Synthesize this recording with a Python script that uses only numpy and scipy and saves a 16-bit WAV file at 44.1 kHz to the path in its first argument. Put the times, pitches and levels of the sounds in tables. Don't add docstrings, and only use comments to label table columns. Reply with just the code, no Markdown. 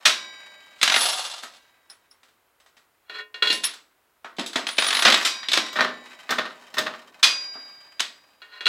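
import sys
import numpy as np
from scipy import signal
from scipy.io import wavfile
from scipy.ndimage import uniform_filter1d

SR = 44100
rng = np.random.default_rng(int(sys.argv[2]) if len(sys.argv) > 2 else 0)


def wrap_up_sound(samples):
    columns = np.atleast_2d(samples).T
    tamed = np.clip(columns, -1, 1)
    steps = np.round(tamed * 32767).astype(np.int16)
    wavfile.write(sys.argv[1], SR, steps)


N = 383140
TIME = np.arange(N) / SR
AGE = TIME[:SR * 3 // 4]
ONSET = 1 - np.exp(-AGE / 0.0008)
BAND_EDGES_HZ = np.geomspace(25, 17000, 29)
BAND_HZ = np.sqrt(BAND_EDGES_HZ[1:] * BAND_EDGES_HZ[:-1])

# start in seconds, level in dB, thud, sparkle and crack in relative dB,
# seconds since the catch let go, ring of the springs and of the bar in relative dB.
LATCHES = [(0.054, -6, -25, -10, -22, 0.0028, -29, -33.5),
           (0.829, -13.5, -20.5, -7.5, 3.5, .016, -27.5, -27),
           (3.64, -34, -48, 2.5, 15.5, 0.0042, -45.5, -42.5),
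           (4.7837, -16.5, -12.5, -20, 7, 0.0028, -32, -25.5),
           (5.05, -6, -8, -18.5, -25, 0.00046, -42, -37),
           (5.2499, -15, -22.5, -6.5, -8, 0.0019, -22.5, -17.5),
           (5.532, -14.5, -19.5, -10.5, 1, 0.016, -22, -24), (5.573, -19, -8, -11.5, 1.5, 0, -23, -45.5),
           (7.2295, -6.5, -26.5, -11.5, -30, 0.0021, -35, -15),
           (8.0032, -27.5, -17.5, -7, 13.5, .008, -36.5, -25.5)]
# start in seconds, levels of drop, graze, seating and recoil in dB,
# seconds until the recoil.
STOPS = [(5.756, -26, -38.5, -58, -20, .0505), (6.292, -27, -72.5, -25.5, -25.5, 0.091),
         (6.768, -28.5, -40, -23.5, -32, .096)]
# frequency in Hz, level in dB, t60 in seconds.
FRAME_MODES = [(254, -9, 0.19), (429, -12, 0.21), (677, -10, .3), (787, -5, 0.1), (924, -9.5, .3),
               (1054, -15.5, 0.2), (1183, -16.5, .3), (1386, -12.5, 0.13), (1902, -7, 0.36),
               (3140, -8.5, 0.17), (3520, -3, 0.14), (3640, -10.5, 0.14), (3825, -1, 0.083),
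               (7700, -13.5, 0.4), (9650, -17.5, 0.084), (11900, -25, 0.19), (11200, -26, 0.14)]
LEVER_MODES = [(347, -17.5, 0.11), (427.3, -15.5, 0.48), (602.7, -19, 0.58), (1032, -10, 0.53),
               (1348, -5.5, 0.11), (1455, 0, 0.24), (1824, -2, 0.24), (1846, -1.5, 0.39),
               (2260, -8.5, 0.27), (2530, -12.5, .35), (2810, -2.5, 0.27), (3350, -1.5, 0.18),
               (4050, -3.5, 0.15), (4246, -2, 0.063), (4440, -13.5, 0.26)]
# frequency in Hz, spectral density in dB.
FRAME_COLOUR = [(41, -67), (70, -53), (138, -30.5), (190, -23), (239, -3), (517, -10.5), (620, -1),
                (853, -10), (1230, 1), (2840, 0), (3650, 2.5), (8660, -15), (9930, -18), (10600, -19),
                (16000, -41.5)]
LEVER_COLOUR = [(88, -56), (150, -32.5), (414, -13.5), (1170, -9), (1420, -2.5), (1660, -4.5), (2870, -8.5),
                (3040, -17), (3290, -22), (3620, -15.5), (4080, 1), (4410, -18.5), (16000, -46)]
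# frequency in Hz, t60 in seconds.
REVERB_TIMES = [(100, 0.44), (260, 0.58), (700, 0.43), (1840, 0.3), (4850, 0.31), (12800, .25)]


def from_db(db):
    return 10 ** (np.asarray(db) / 20)


def rms_one(x):
    return x / np.sqrt(np.mean(x ** 2) + 1e-20)


def at_hz(points, hz):
    known_hz, values = np.transpose(points)
    return np.interp(np.log(hz), np.log(known_hz), values)


def add(out, s, sound):
    at = int(s * SR)
    out[at:at + len(sound)] += sound[:N - at]


def swell(start, end, db, rise_db_per_s, fall_db_per_s):
    early, late = np.clip(start - TIME, 0, 2), np.clip(TIME - end, 0, None)
    return from_db(db - rise_db_per_s * early - fall_db_per_s * late) + 1e-9


def noise_bank():
    white = rng.standard_normal((2, N))
    bands = zip(BAND_EDGES_HZ, BAND_EDGES_HZ[1:])
    filters = [signal.butter(2, band, "band", fs=SR, output="sos") for band in bands]
    return np.array([rms_one(signal.sosfilt(sos, white[k % 2])) for k, sos in enumerate(filters)])


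def band_gains(colour):
    gain = from_db(at_hz(colour, BAND_HZ)) * np.sqrt(BAND_HZ)
    return gain / np.linalg.norm(gain)


def crowded_modes(bank, decay):
    start = rng.integers(N - len(AGE))
    return bank[:, start:start + len(AGE)] * decay


def ring(modes, age):
    age, out = age.astype(np.float32), 0
    for hz, db, t60 in modes:
        fade = float(from_db(db + rng.normal())) * np.exp(float(-np.log(1000) / t60) * age)
        out = out + fade * np.sin(float(2 * np.pi * hz) * age + float(2 * np.pi * rng.random()))
    return out


def own_modes(colour, count=36):
    hz = 330 * 45 ** ((np.arange(count) + rng.random(count)) / count)
    power_db = at_hz(colour, hz) + 10 * np.log10(hz) + 4.5 * rng.normal(size=count)
    total_db = 20 * np.log10(np.linalg.norm(from_db(power_db)))
    t60 = at_hz(REVERB_TIMES, hz) * rng.uniform(0.45, 0.63, count)
    return list(zip(hz, power_db - total_db, t60))


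def slips(per_s, uneven_db):
    sizes = from_db(uneven_db * np.minimum(rng.exponential(1, N), 3)) * rng.choice([-1, 1], N)
    return rms_one(sizes * (rng.random(N) < per_s / SR))


def excite(force, response):
    return signal.oaconvolve(force, response / np.linalg.norm(response))[:N]


def rattle(bank, decay, effort, colour, per_s, uneven_db, damp_s, count=3):
    parts = []
    for _ in range(count):
        crowded = band_gains(colour) @ crowded_modes(bank, decay)
        clear = from_db(3.5) * ring(own_modes(colour), AGE)
        parts.append((crowded + clear) * np.exp(-AGE / damp_s))
    return sum(excite(effort * slips(per_s / count, uneven_db), part) for part in parts) / np.sqrt(count)


def blows(bank, decay, rows, colour, modes, modes_db, own_db, crack_s,
          thud_db, clank_db, sparkle_db, bounce_db):
    out, shape, short = np.zeros(N), band_gains(colour), AGE[:len(AGE) // 2]
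    zone_hz, zone_edges_hz = [300, 1200, 3600, 9000], [600, 2200, 6000]
    zone_db = 10 * np.log10(np.bincount(np.digitize(BAND_HZ, zone_edges_hz), shape ** 2))
    for s, db, thud, clank, sparkle, crack in rows:
        weight_db = np.array([thud + thud_db, clank + clank_db, 0, sparkle + sparkle_db]) - zone_db
        tone = list(zip(zone_hz, weight_db))
        sound = from_db(-4.5) * (shape * from_db(at_hz(tone, BAND_HZ))) @ crowded_modes(bank, decay)
        for part, part_db in ((modes, modes_db), (own_modes(colour), own_db)):
            toned_modes = [(hz, level + part_db + at_hz(tone, hz), t60) for hz, level, t60 in part]
            sound[:len(short)] += ring(toned_modes, short)
        attack = ONSET * (1 + from_db(crack) * np.exp(-(AGE / crack_s) ** 2))
        flutter = rms_one(uniform_filter1d(rng.standard_normal(len(AGE)), size=130))
        rebounds = flutter * np.exp(-AGE / 0.023)
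        add(out, s, from_db(db + bounce_db * rebounds) * attack * sound)
    return out


def room_air(bank):
    # frequency in Hz, spectral density in dB.
    air_colour = [(15, -10), (25, 6), (78, -6), (185, -13.5), (212, -16), (249, -9.5), (427, -7),
                  (1290, -5.5), (5730, -21), (16000, -18.5)]
    return from_db(-66) * band_gains(air_colour) @ bank


def tinkles():
    # start in seconds, level in dB.
    touches = [(1.9, -41), (1.914, -46), (2.112, -49)]
    # frequency in Hz, level in dB, t60 in seconds.
    part_modes = [(4890, -2, 0.043), (5200, 5, 0.031), (5500, -9, 0.15), (5350, 2, 0.04),
                  (5700, -10.5, 0.062), (9870, -9, 0.16)]
    out, onset = np.zeros(N), 1 - np.exp(-AGE / 0.0005)
    for s, db in touches:
        add(out, s, from_db(db) * onset * ring(part_modes, AGE))
    return out


def springs():
    # frequency in Hz, level in dB, t60 in seconds.
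    spring_modes = [(1597, -7, 2.6), (1965, -11, 2.6), (2248, -7, 2.4), (2283, -6, 1.8), (3015, -11, 1.8),
                    (4608, -13, 1.6)]
    bar_modes = [(2491, 5, .4), (3338, 2, .28), (4522, -4, .33), (4834, -1, 1.35), (4862, -10, .8),
                 (5378, -2, .25), (5722, -13, .8), (6085, -3, .35), (7068, -18, .6), (8193, -14, .3)]
    plate_modes = [(1040, 0, 0.86), (3770, 4, 0.7), (3830, -1, 1.9), (5500, 3.5, 0.46), (5690, 0.5, 0.78),
                   (7050, -16.5, 2)]
    out, age = np.zeros(N), TIME[:5 * SR // 2]
    for s, db, *_, spring_db, bar_db in LATCHES:
        plate_db = spring_db - 1
        for modes, part_db in ((spring_modes, spring_db), (bar_modes, bar_db), (plate_modes, plate_db)):
            add(out, s, from_db(db + part_db) * ring(modes, age))
    return out


def pivot(bank, decay):
    # start and end in seconds, level in dB.
    creaks = [(3.153, 3.205, -26.5), (3.524, 3.533, -21), (8.527, 8.582, -37)]
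    effort = sum(swell(*creak, rise_db_per_s=366, fall_db_per_s=1192) for creak in creaks)
    clear = excite(effort * slips(650, 1.2), ring(LEVER_MODES, AGE) * np.exp(-AGE / 0.093))
    crowded = rattle(bank, decay, effort, LEVER_COLOUR, per_s=820, uneven_db=2.5, damp_s=0.028)
    return from_db(-8) * clear + from_db(-15) * crowded


def slide(bank, decay):
    # frequency in Hz, spectral density in dB.
    scrape_colour = [(59, -80.5), (100, -50), (239, -29), (547, -5), (768, 3.5), (1720, -3.5), (1870, -1.5),
                     (2580, -4), (3190, 6), (8640, -8), (9610, -7.5), (11200, -23), (16000, -33)]
    # frequency in Hz, level in dB, t60 in seconds.
    body_modes = [(752, 5.5, 0.16), (2740, 2.5, 0.25), (3070, -8, .2), (3225, -4.5, 0.22), (3796, -1, .2),
                  (4600, 0, .2), (5460, -8, 0.4)]
    edge_modes = [(5450, -8, .1), (9270, -6, .04), (9875, 0, .08), (10030, -1, .05), (10160, -6, .05),
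                  (12450, -10, .04)]
    # peak time in seconds, level in dB, half-width in seconds.
    rubs = [(1.904, -44.5, 0.0072), (2.112, -59.5, 0.0085), (3.538, -38.5, 0.039), (3.649, -21, .012),
            (3.699, -46.5, 0.032), (4.954, -30.5, 0.022), (5.006, -31.5, 0.032)]
    speed = np.interp(TIME, [0.64, 1, 1.95], [0, 1, 0])
    scrape, sing = from_db(-18.5) * speed ** 4.36, from_db(-24) * speed ** 9.3
    rubbing = sum(from_db(db) * np.exp(-((TIME - s) / width) ** 2) for s, db, width in rubs)
    edge = excite((sing + rubbing) * slips(1500, 2.6), ring(edge_modes, AGE) * ONSET)
    body = excite(scrape * slips(300, 3.4), ring(body_modes, AGE) * ONSET)
    judder = rattle(bank, decay, scrape, scrape_colour, per_s=370, uneven_db=6, damp_s=0.036)
    return edge + from_db(-18) * body + from_db(-3.5) * judder


def bearing():
    # time in seconds, level in dB.
    squeal_levels = [(4.68, -43), (4.76, -40), (4.816, -35), (4.89, -31.5), (4.94, -42)]
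    times, levels_db = np.transpose(squeal_levels)
    envelope = np.interp(TIME, times, from_db(levels_db), left=0, right=0)
    grip = rms_one(uniform_filter1d(rng.standard_normal(N), size=700))
    phase_per_hz = 2 * np.pi * (TIME + np.cumsum(0.0008 * grip) / SR)
    squeal = 1.06 * np.sin(9640 * phase_per_hz) + from_db(-19) * np.sin(12040 * phase_per_hz)
    return envelope * from_db(4.9 * grip) * squeal


def coasting_effort():
    full_speed_s, timing_gear = 6, (7.23, -43.5)
    runs = [(s, -48) for s, *_ in STOPS] + [timing_gear]
    turning = [swell(full_speed_s, end, db, rise_db_per_s=204, fall_db_per_s=35.5) for end, db in runs]
    shakes = [(0, -45)] + [(s, db - 32.5) for s, db, *_ in LATCHES]
    settle_db_per_s = 16
    shaken = [(TIME >= s) * from_db(db - settle_db_per_s * np.abs(TIME - s)) for s, db in shakes]
    return np.linalg.norm(turning + shaken, axis=0)


def reels(bank, decay):
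    # frequency in Hz, spectral density in dB.
    gear_colour = [(410, -51), (700, -6), (1210, 3.5), (1300, -14), (1520, 6.5), (2130, 0.5), (3640, -4),
                   (6480, -11), (9990, -19), (16000, -34)]
    drum_colour = [(35, -49.5), (60, -34), (136, 1), (188, -26.5), (241, 11), (481, -7.5), (518, -24),
                   (587, 9.5), (803, 1.5), (1200, -4.5), (1560, -26.5), (2640, -120)]
    wind_up = swell(start=5.11, end=5.22, db=-18.5, rise_db_per_s=87, fall_db_per_s=162)
    coast = coasting_effort()
    chatter = np.hypot(wind_up, coast)
    gears = rattle(bank, decay, chatter, gear_colour, per_s=320, uneven_db=5.5, damp_s=0.022)
    drums = rattle(bank, decay, coast, drum_colour, per_s=1200, uneven_db=2.5, damp_s=0.11)
    return from_db(-9) * gears + from_db(-16) * drums


def ratchet(bank, decay):
    # start in seconds, level in dB, thud and clank in relative dB.
    falls = [(3.096, -40.5, -7.5, 6), (3.342, -39, -13, 1), (3.423, -19.5, -12.5, 0.5),
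             (3.456, -28, -9, -26), (3.4713, -20.5, -26, -12), (3.501, -16, -12, -14.5),
             (8.418, -46.5, -15, 6), (8.607, -37, -15.5, 3), (8.656, -22.5, -18, -11),
             (8.666, -17.5, -27, -0.5)]
    sparkle, crack = -17.5, -8
    rows = [(*fall, sparkle, crack) for fall in falls]
    return blows(bank, decay, rows, LEVER_COLOUR, LEVER_MODES, modes_db=-2, own_db=-6,
                 crack_s=0.0064, thud_db=-1, clank_db=-6, sparkle_db=-3, bounce_db=-0.7)


def linkage(bank, decay):
    # start in seconds, level in dB, thud, clank and sparkle in relative dB.
    knocks = [(1.432, -41.5, -4, 10, 1), (3.526, -25, -5, -11.5, -4), (3.736, -43, -16, 0.5, 0),
              (4.245, -44, -0.5, 17, -13), (4.366, -46.5, -10, -19, -10), (4.384, -31.5, 8.5, 3.5, -18),
              (4.393, -27, 3, -2, -12), (4.461, -31.5, -38, -8, -2), (4.531, -37.5, -25, 3.5, -4),
              (4.557, -21, -3.5, 2.5, -10.5), (5.022, -18, -17, 0.5, -6.5), (5.224, -27, -29, -19, -11),
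              (5.43, -35, -32, 2, -20), (5.485, -21.5, -17.5, -11.5, -16), (7.552, -53.5, 10, 18.5, -28)]
    # start in seconds, level in dB.
    ticks = [(1.898, -51), (2.112, -61.5), (2.231, -56), (2.283, -64.5), (2.6, -59.5), (2.661, -58),
             (2.767, -55.5)]
    # start and end in seconds, first and last level
    # in dB.
    chatter_runs = [(0.877, 0.975, -21.5, -17.5), (1.257, 1.34, -50, -57.5), (4.668, 4.70, -28, -28.5),
                    (4.768, 4.77, -39.5, -41), (4.822, 4.99, -23, -23), (5.08, 5.16, -17.5, -15.5),
                    (5.664, 5.695, -36.5, -38)]
    catch_tone, tick_tone, chatter_tone = (-26.5, -7.5, -14, -12.5), (-11, 6, -2, -9.5), (-19, -1, -12, 3)
    knock_crack_db, catch_db, chatter_s, jitter_s, uneven_db = -3.5, -20, 0.021, 0.001, 0.7
    rows = [(*knock, knock_crack_db) for knock in knocks]
    rows += [(s - lead_s, catch_db, *catch_tone) for s, *_, lead_s, _, _ in LATCHES if lead_s > 0]
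    rows += [(s, db, *tick_tone) for s, db in ticks]
    for start, end, first_db, last_db in chatter_runs:
        knock_times = np.arange(start, end, chatter_s)
        for s, db in zip(knock_times, np.linspace(first_db, last_db, len(knock_times))):
            rows.append((s + jitter_s * rng.normal(), db + uneven_db * rng.normal(), *chatter_tone))
    return blows(bank, decay, rows, FRAME_COLOUR, FRAME_MODES, modes_db=-9.5, own_db=-3.5,
                 crack_s=0.0067, thud_db=-7, clank_db=-4, sparkle_db=-4.5, bounce_db=1.27)


def stop_arms(bank, decay):
    # frequency in Hz, level in dB, t60 in seconds.
    arm_modes = [(246.2, -5.5, 0.73), (626.5, 0.5, 0.32), (1070, -23.5, 0.89), (1262, -6, 0.34),
                 (1530, -5.5, 0.23), (1787, -8.5, 0.5), (1840, 3.5, 0.16), (3520, -8, 0.2),
                 (13860, -41, 0.11)]
    # frequency in Hz, spectral density in dB.
    arm_colour = [(41, -77.5), (70, -20), (244, 1.5), (541, -0.5), (649, 0), (892, -8), (1100, -0.5),
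                  (1810, -2), (2120, -7.5), (3740, -6.5), (10600, -56), (14300, -52), (16000, -65)]
    drop_tone, click_tone = (-7, 9, -18, -29), (-6.5, 2.5, -5.5, -2)
    notch_tone, recoil_tone = (-6.5, 13.5, -44, 4), (-7, 10, -20.5, -5)
    bounce_shrink, bounce_loss_db = 0.76, 12
    rows = []
    for s, db, graze_db, seat_db, recoil_db, recoil_s in STOPS:
        rows += [(s - 0.028, graze_db, *click_tone),
                 (s, db, *drop_tone),
                 (s + 0.014, seat_db, *click_tone),
                 (s + 0.031, recoil_db - 9, *notch_tone)]
        bounces = s + np.cumsum(recoil_s * bounce_shrink ** np.arange(3))
        rows += [(at, recoil_db - bounce_loss_db * k, *recoil_tone) for k, at in enumerate(bounces)]
    return blows(bank, decay, rows, arm_colour, arm_modes, modes_db=-9.5, own_db=-6,
                 crack_s=0.015, thud_db=-3, clank_db=-5, sparkle_db=-0.5, bounce_db=-3.1)


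def latches(bank, decay):
    rows = [(s, db, thud, 1.5 + 0.39 * thud, sparkle, crack)
            for s, db, thud, sparkle, crack, *_ in LATCHES]
    return blows(bank, decay, rows, FRAME_COLOUR, FRAME_MODES, modes_db=-18, own_db=-3.5,
                 crack_s=0.006, thud_db=-4.5, clank_db=-1, sparkle_db=-3, bounce_db=-2)


def scene():
    bank = noise_bank()
    decay = from_db(-60 * AGE / at_hz(REVERB_TIMES, BAND_HZ)[:, None])
    impacts = latches(bank, decay) + linkage(bank, decay) + stop_arms(bank, decay) + ratchet(bank, decay)
    ringing = springs() + tinkles()
    motion = slide(bank, decay) + pivot(bank, decay) + reels(bank, decay) + bearing()
    bass_cut = signal.butter(6, 125, "high", fs=SR, output="sos")
    machine = signal.sosfilt(bass_cut, impacts + ringing + motion)
    return (machine + room_air(bank))[None]


def record(dry):
    rounded = 2 * np.tanh(dry / 2)
    low_cut = signal.butter(2, 80, "high", fs=SR, output="sos")
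    high_cut = signal.ellip(10, 0.2, 80, 16000, fs=SR, output="sos")
    return signal.sosfilt(high_cut, signal.sosfilt(low_cut, rounded))


dry = scene()
out = record(dry)
wrap_up_sound(out)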